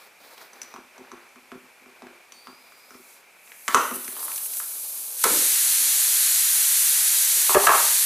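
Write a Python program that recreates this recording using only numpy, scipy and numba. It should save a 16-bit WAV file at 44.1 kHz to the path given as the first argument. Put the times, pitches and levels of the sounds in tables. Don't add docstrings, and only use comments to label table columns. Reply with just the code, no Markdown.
import sys
import numpy as np
from scipy import signal
from scipy.fft import rfft, irfft, next_fast_len
from scipy.io import wavfile
from scipy.ndimage import uniform_filter1d
from numba import njit

SR = 44100
rng = np.random.default_rng(int(sys.argv[2]) if len(sys.argv) > 2 else 0)


def makeup_ratio(level_db):
    decades = np.asarray(level_db, float) / 20
    return 10 ** decades


def master(y):
    cut = np.clip(np.atleast_2d(y).T, -1, 1)
    pcm = np.round(cut * 32767)
    wavfile.write(sys.argv[1], SR, pcm.astype(np.int16))


N = 355357
TIME = np.arange(N) / SR
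LONG = next_fast_len(N, True)


def gain_at(hz, points):
    f, db = np.transpose(points)
    return makeup_ratio(np.interp(np.log(hz + 1), np.log(f), db))


def colour(x, points):
    response = gain_at(np.fft.rfftfreq(LONG, 1 / SR), points)
    y = irfft(rfft(x, LONG) * response, LONG)[:N]
    return y / np.std(y)


def band(x, lo_hz, hi_hz):
    y = signal.sosfilt(signal.butter(2, [lo_hz, hi_hz], "band", fs=SR, output="sos"), x)
    return y / np.std(y)


def ramp(*corners):
    return np.interp(TIME, corners, [0] + [1] * (len(corners) - 2) + [0])


def curve(table):
    s, *columns = np.transpose(table)
    inside = (TIME > s[0]) & (TIME <= s[-1] + 0.01)
    gate = uniform_filter1d(1. * inside, size=200)
    return gate, [np.interp(TIME, s, c) for c in columns]


def walk(rate):
    k = int(SR / rate)
    held = np.repeat(rng.standard_normal(N // k + 1), k)
    return 0.63 * uniform_filter1d(uniform_filter1d(held, k), k)[:N]


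def turbulence(points, flicker_db, rate, base_hz, per_octave):
    hz = np.fft.rfftfreq(LONG, 1 / SR)
    spectrum = rfft(colour(rng.standard_normal(N), points), LONG)
    place = np.clip(per_octave * np.log2(hz / base_hz + 1e-9), 0, 4)
    total = np.zeros(N)
    for k in range(5):
        share = np.clip(1 - abs(place - k), 0, 1)
        total += makeup_ratio(flicker_db * walk(rate)) * irfft(spectrum * share, LONG)[:N]
    return total


# (frequency [Hz], density [dB per Hz])
ROOM_COLOUR = [(18, -53), (30, -8), (114, -11.5), (237, -5.5), (379, -18.5), (656, -7.5), (897, -2.5),
               (1050, -24.5), (1290, -16), (1770, -8), (2360, 9.5), (2990, -7), (5170, -9), (12300, -9),
               (15500, -19)]


def room_tone():
    return makeup_ratio(-55.5) * turbulence(ROOM_COLOUR, 0.93, 5.2, 520, 1)


# (start [s], length [s], level [dB], brightness [dB])
STROKES = [
    (0.0, 0.045, -53.5, -2),
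    (0.216, 0.23, -50.5, -4.5),
    (0.517, 0.24, -55, -8),
    (0.938, 0.32, -57, -23),
    (1.878, 0.32, -61.5, -22),
    (2.35, 0.42, -79.5, 16),
    (2.797, 0.37, -68.5, 4.5),
    (3.698, 0.12, -42.5, 2),
    (4.14, 0.19, -49, -10),
    (3.963, 2.4, -53.5, 5),
]


def rub():
    attack_s, release_s = 0.026, 0.048
    rest_end_s, rest_db, rest_bright_db = 5.2, -53.5, -22.5
    strokes = [(ramp(s - attack_s, s, s + length, s + length + release_s), db, bright_db)
               for s, length, db, bright_db in STROKES]
    rest = ramp(-attack_s, 0, rest_end_s, rest_end_s + release_s)
    strokes.append((rest, rest_db, rest_bright_db))
    low = sum(shape * makeup_ratio(db) for shape, db, _ in strokes)
    high = sum(shape * makeup_ratio(db + bright_db) for shape, db, bright_db in strokes)
    grit = rng.standard_normal(N) * makeup_ratio(3.1 * walk(120))
    treble = band(grit, 2330, 4820) + band(grit, 6800, 16700)
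    return low * makeup_ratio(-4.0) * band(grit, 370, 2180) + high * treble


def ring(modes, chance, t):
    y = np.zeros(len(t))
    for (hz, db, t60), c, d in zip(modes, chance, chance[::-1]):
        y += makeup_ratio(db + 2 * c) * np.sin(2 * np.pi * hz * (1 + 0.012 * d) * t) * 1000. ** (-t / t60)
    return y / abs(y).max()


# (frequency [Hz], level [dB], decay t60 [s])
JAW_MODES = [(4000, -11, 0.017), (5850, 18, .03), (6030, 32, 0.023), (6600, -43, 0.0073),
             (8200, -25, 0.011), (10700, -8, .008)]


def strike(contacts, body, jaw_share, snap_hz):
    t = np.arange(SR // 3) / SR
    short = t[:SR // 20]
    direct, far = np.zeros(N + len(t)), np.zeros(N + len(t))
    for s, db, hz, thump_db, tick_db, wall_db in contacts:
        motion = np.sin(2 * np.pi * hz * short) * short * hz * np.exp(-short * hz / 0.55)
        blow = np.diff(motion, prepend=0)
        crack = rng.standard_normal(len(short)) * np.exp(-short / 0.0032)
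        tick = jaw_share * ring(JAW_MODES, rng.standard_normal(6), short) + 0.027 * band(crack, 3500, 9500)
        snap = min(1, snap_hz / hz) ** 3 * band(crack, 640, snap_hz)
        judder = makeup_ratio(5.5 * np.interp(t, np.linspace(0, t[-1], num=40), rng.standard_normal(40)))
        thump = ring(body, rng.standard_normal(6), t) * judder * (1 - np.exp(-t / 0.0032))
        hit = makeup_ratio(db + 2.0) * blow / abs(blow).max() + makeup_ratio(tick_db + 14.5) * tick + makeup_ratio(db - 23) * snap
        at = int((s + 0.0008) * SR)
        direct[at:at + len(short)] += hit
        far[at:at + len(short)] += makeup_ratio(wall_db) * hit
        direct[at:at + len(t)] += makeup_ratio(thump_db + 8.0) * thump
        far[at:at + len(t)] += makeup_ratio(thump_db - 5) * thump
    return np.array([direct[:N], far[:N]])


# (frequency [Hz], level [dB], decay t60 [s])
TYRE_MODES = [(179, -17, 0.18), (251.3, 0.5, 0.28), (351.3, -5, 0.31), (390.3, -1, 0.32), (511, -14, 0.34),
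              (690, -4, 0.09)]
# (time [s], peak [dB], centre of the blow [Hz], tyre thump [dB], steel tick [dB])
GRIPS = [(0.379, -33.5, 2840, -72, -62), (0.414, -41, 1260, -78.5, -55), (0.532, -43, 1160, -57, -45.5),
         (0.616, -32, 2390, -66, -30.5), (0.63, -48, 1130, -58, -37), (0.739, -33, 890, -46.5, -46),
         (0.761, -34.5, 1130, -41, -59), (0.979, -39, 820, -45, -50), (1.116, -32, 1030, -45.5, -45),
         (1.29, -54, 2490, -66, -56), (1.358, -41.5, 1100, -49.5, -59), (1.517, -32.5, 1200, -37.5, -66),
         (1.816, -55, 895, -58, -66), (1.859, -45, 1200, -51.5, -64), (2.02, -35, 770, -37.5, -70),
         (2.068, -37.5, 1480, -68, -65), (2.321, -33.5, 3150, -58.5, -41.5),
         (2.47, -32.5, 1060, -46.5, -62), (2.721, -43, 1290, -63, -61), (2.906, -37.5, 1290, -49, -48),
         (2.945, -39, 1180, -48, -60), (3.475, -40, 2200, -70, -59), (3.518, -33.5, 1890, -72, -58)]


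def grips():
    return strike([(*row, -0.5) for row in GRIPS], TYRE_MODES, 0.35, 4500)


def floor_shake(knock):
    return makeup_ratio(-54.5) * band(abs(band(knock, 150, 620)), 18, 290)


# (centre [Hz], decay t60 [s], level [dB])
WALL_BANDS = [(137, 0.46, 6), (405, 0.54, 1), (1000, 0.43, 1), (2220, 0.7, -4.5), (4500, 0.78, -12),
              (8450, 0.22, -4.5)]


def walls(x):
    t = np.arange(SR) / SR
    answers = []
    for _ in range(2):
        tail = np.zeros(SR)
        for hz, t60, db in WALL_BANDS:
            noise = band(rng.standard_normal(SR), hz / 1.46, hz * 1.61)
            tail += noise * makeup_ratio(db) * np.sqrt(hz / 9000) * 1000. ** (-t / t60)
        answers.append(signal.oaconvolve(x, tail * np.clip(t / 0.00067, 0, 1))[:N])
    return answers


# (time [s], pitch [Hz], level [dB], octave [dB], pitch scatter [share])
EDGE_TONE = [
    (2.32, 4590, -63, -3, 0.042),
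    (2.38, 4540, -60, -7, 0.04),
    (2.52, 4730, -62, -16, 0.04),
    (2.62, 4970, -69, -25, .045),
    (2.75, 4800, -66, -34, .045),
    (2.87, 4980, -68, -25, 0.05),
    (2.96, 5400, -64, -25, .08),
]


def whistle():
    gate, (hz, db, octave_db, scatter) = curve(EDGE_TONE)
    phase = 2 * np.pi * np.cumsum(hz * (1 + 1.4 * scatter * walk(1500))) / SR
    tone = np.sin(phase) + makeup_ratio(octave_db) * np.sin(2 * phase)
    return gate * makeup_ratio(db + 7 + 4.5 * walk(150)) * tone


# (time [s], flow [dB])
EARLY_LEAK = [
    (2.5, -76),
    (3.14, -54.5),
    (3.22, -68),
]
# (time [s], flow [dB], width of the gap [0-1])
THREAD_FLOW = [
    (3.36, -65, .3),
    (3.46, -56.5, 1),
    (3.64, -47, 0.75),
    (3.77, -41, 1.25),
    (3.85, -34.5, 0.84),
    (3.95, -37.5, 0.36),
    (4.62, -32, 0.68),
    (5.18, -33, 0.74),
    (5.22, -29, 0.61),
]
# (release [s], length [s], swell [dB])
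TURNS = [
    (3.96, 0.026, 8.5),
    (4.127, 0.24, 3),
    (4.253, 0.057, 5.5),
    (4.38, 0.22, 4.5),
    (4.465, 0.11, 5),
    (4.597, 0.13, 4),
]
# (frequency [Hz], density [dB per Hz])
GAP_COLOUR = [(2350, -39), (4000, 6.5), (5270, -0.5), (5970, 0), (7780, 2.5), (8370, 3), (9010, 2.5),
              (9860, 5.5), (12200, 7), (14700, 13), (15400, 15)]


def seep():
    gate, (flow_db, gap) = curve(THREAD_FLOW)
    spring_back_s = 0.012
    flow_db = flow_db + sum(db * ramp(s - length, s, s + spring_back_s) for s, length, db in TURNS)
    first_gate, (first_db,) = curve(EARLY_LEAK)
    flow = first_gate * makeup_ratio(first_db) + gate * makeup_ratio(flow_db)
    gap = np.where(first_gate > 0, 1, gap)
    hiss = turbulence(GAP_COLOUR, 0.6, 13, 5800, 1.0)
    low_db = -24 + 24 * gap
    return flow * (band(hiss, 7980, 12100) + makeup_ratio(low_db) * band(hiss, 5650, 9420))


# (time [s], peak [dB], centre [Hz], steel tick [dB])
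POPS = [
    (3.6792, -11.5, 1830, -16.5),
    (3.6835, -14.5, 1160, -29),
    (3.7447, -1, 1135, -8.5),
    (3.747, -21, 513, -19),
    (5.2395, -8.5, 1460, -30),
    (5.2415, -10.5, 1076, -44),
    (5.254, -19, 460, -50),
    (5.307, -28.5, 318, -55),
    (5.801, -52.5, 278, -60),
    (7.37, -41.5, 479, -60),
]


def pops():
    contacts = []
    for s, db, hz, tick_db in POPS:
        octave = np.log2(hz / 1000)
        contacts.append((s, db, hz, db - 24.5 - 10.5 * octave, tick_db, 1.5 - 2 * octave))
    return strike(contacts, TYRE_MODES, 0.06, 4000)


# (time [s], peak [dB], centre [Hz], steel tick [dB])
JAW_SLIPS = [(3.91, -28, 1110, -36), (3.939, -25, 10500, -39), (4.044, -46, 1720, -32),
             (4.079, -29.5, 1930, -33), (4.166, -30.5, 990, -48), (4.192, -34, 1090, -31),
             (4.228, -31.5, 1020, -38), (4.281, -28.5, 1100, -49), (4.317, -28, 2160, -31),
             (4.359, -46, 1210, -25), (4.379, -25.5, 3470, -37), (4.406, -42, 1030, -37),
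             (4.459, -35, 2440, -47), (4.535, -37, 2140, -31), (4.569, -12, 9000, -42),
             (4.6, -28.5, 1290, -53)]


def slips():
    start_s, thump_db, fade_db_per_s = JAW_SLIPS[0][0], -35.5, 87
    contacts = [(s, db, hz, thump_db - fade_db_per_s * (s - start_s), tick_db, -2)
                for s, db, hz, tick_db in JAW_SLIPS]
    return strike(contacts, TYRE_MODES, 0.12, 4500)


# (frequency [Hz], density [dB per Hz])
FREE_COLOUR = [(59, -76), (100, -48), (228, -62), (264, -41), (347, -33), (1020, -19), (1210, -18),
               (1660, -11), (2930, -10.5), (4020, -6.5), (5280, -8.5), (5870, -4.5), (10200, 0.5),
               (13100, -2), (15500, -11.5)]
# (centre [Hz], width [Hz], level [dB])
GROOVE_BANDS = [(4340, 820, -11), (5980, 360, -11), (6830, 220, -4), (8340, 360, -7), (9520, 1000, -2),
                (10260, 260, -2.5), (11170, 1100, 0.5)]
# (time [s], depth [dB])
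GAIN_DIPS = [
    (5.245, 3.5),
    (7.549, 6.5),
    (7.675, 5.5),
]


def jet():
    tip_leaves_s, tip_db, tip_rise_db_per_s = 5.17, -36, 137
    open_s, burst_db, burst_s = 5.237, 9.5, 0.0042
    fall_s, recover_s = 0.0063, 0.1
    since = TIME - open_s
    open_db = -19 + 0.23 * since + burst_db * ramp(open_s, open_s + burst_s, open_s + 2 * burst_s)
    open_db = open_db - sum(db * ramp(s, s + fall_s, s + fall_s + recover_s) for s, db in GAIN_DIPS)
    jet_db = np.where(since < 0, tip_db + tip_rise_db_per_s * (TIME - tip_leaves_s), open_db)
    free = turbulence(FREE_COLOUR, 0.35, 9.7, 2380, 1.2)
    grooves = sum(makeup_ratio(db + 5 * walk(3.37)) * band(free, hz - width / 2, hz + width / 2)
                  for hz, width, db in GROOVE_BANDS)
    return (TIME > tip_leaves_s) * makeup_ratio(jet_db + 0.27) * (free + makeup_ratio(-21) * grooves)


# (frequency [Hz], level [dB], decay t60 [s])
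BENCH_MODES = [(396.5, 2.5, 0.094), (336, -12, 0.035), (594, -0.5, 0.09), (945, -23, .05),
               (1200, -2, 0.062), (1683, -3, 0.048)]
# (time [s], peak [dB], centre [Hz], bench top [dB])
TOOL_BLOWS = [(7.494, -14.5, 945, -38), (7.496, -33, 950, -26), (7.546, -7.5, 830, -13.5),
              (7.55, -14, 1200, -8), (7.6, -18, 1090, -18.5), (7.639, -19, 802, -25),
              (7.669, -4, 1350, -34), (7.672, -3, 1110, -33), (7.692, -5, 1010, -30),
              (7.706, -13.5, 960, -38), (7.718, -14.5, 1010, -41), (7.734, -16, 1120, -28.5),
              (7.749, -12, 1110, -43),
              (7.5475, -13, 1720, -35),
    (7.563, -21, 1500, -9),
]


def bench():
    contacts = [(*row, -40, 1.5) for row in TOOL_BLOWS]
    return strike(contacts, BENCH_MODES, 0, 2700)


def aside(x, width):
    t = np.arange(SR // 4) / SR
    scatter = rng.standard_normal(len(t)) * np.exp(-t / 0.037)
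    scatter = scatter / np.linalg.norm(scatter)
    hz = np.fft.rfftfreq(LONG, 1 / SR)
    return irfft(rfft(x, LONG) * rfft(scatter, LONG) * gain_at(hz, width), LONG)[:N]


# (frequency [Hz], side minus mid [dB])
ROOM_WIDTH = [(60, -6), (110, -3), (200, -10), (380, -1.5), (700, -6), (1290, -2.5), (2380, -15),
              (4400, -8), (8120, -19), (15000, -34)]
# (frequency [Hz], side minus mid [dB])
AIR_WIDTH = [(60, -10), (300, -34), (1200, -59), (2600, -29), (3500, -17.5), (4800, -19.5), (6000, -22),
             (9500, -32), (11500, -24.5), (13000, -29), (15000, -50)]


def scene():
    room, hands = room_tone(), rub()
    direct, far = grips() + pops() + slips() + bench()
    wet_mid, wet_side = walls(far)
    leak = whistle() + seep() + jet()
    knock = direct + makeup_ratio(-34.5) * wet_mid
    mid = knock + floor_shake(knock) + leak + room + hands
    side = makeup_ratio(-60.5) * wet_side + makeup_ratio(-21) * np.diff(direct, prepend=0)
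    side = side + aside(leak, AIR_WIDTH) + aside(room + makeup_ratio(-7) * hands, ROOM_WIDTH)
    return np.array([mid + side, mid - side])


@njit
def follow(x, attack, release):
    y, e = np.empty(len(x)), 0.
    for i in range(len(x)):
        e += (x[i] - e) * (attack if x[i] > e else release)
        y[i] = e
    return y


def top_cut(x):
    return signal.sosfilt(signal.butter(12, 16500, fs=SR, output="sos"), x)


def record(dry):
    x = signal.sosfilt(signal.butter(1, 90, "high", fs=SR, output="sos"), dry)
    attack_s, release_s = 0.00047, 0.07
    env = follow(abs(x).max(axis=0), 1 / (attack_s * SR), 1 / (release_s * SR))
    x = x * np.minimum(1, makeup_ratio(-6) / (env + 1e-9)) ** 0.24
    x = 1.118 * np.tanh(x / 1.057)
    x = signal.sosfilt(signal.ellip(10, 0.2, 75, 15400, fs=SR, output="sos"), x)
    return top_cut(0.89 * x)


dry = scene()
out = record(dry)
master(out)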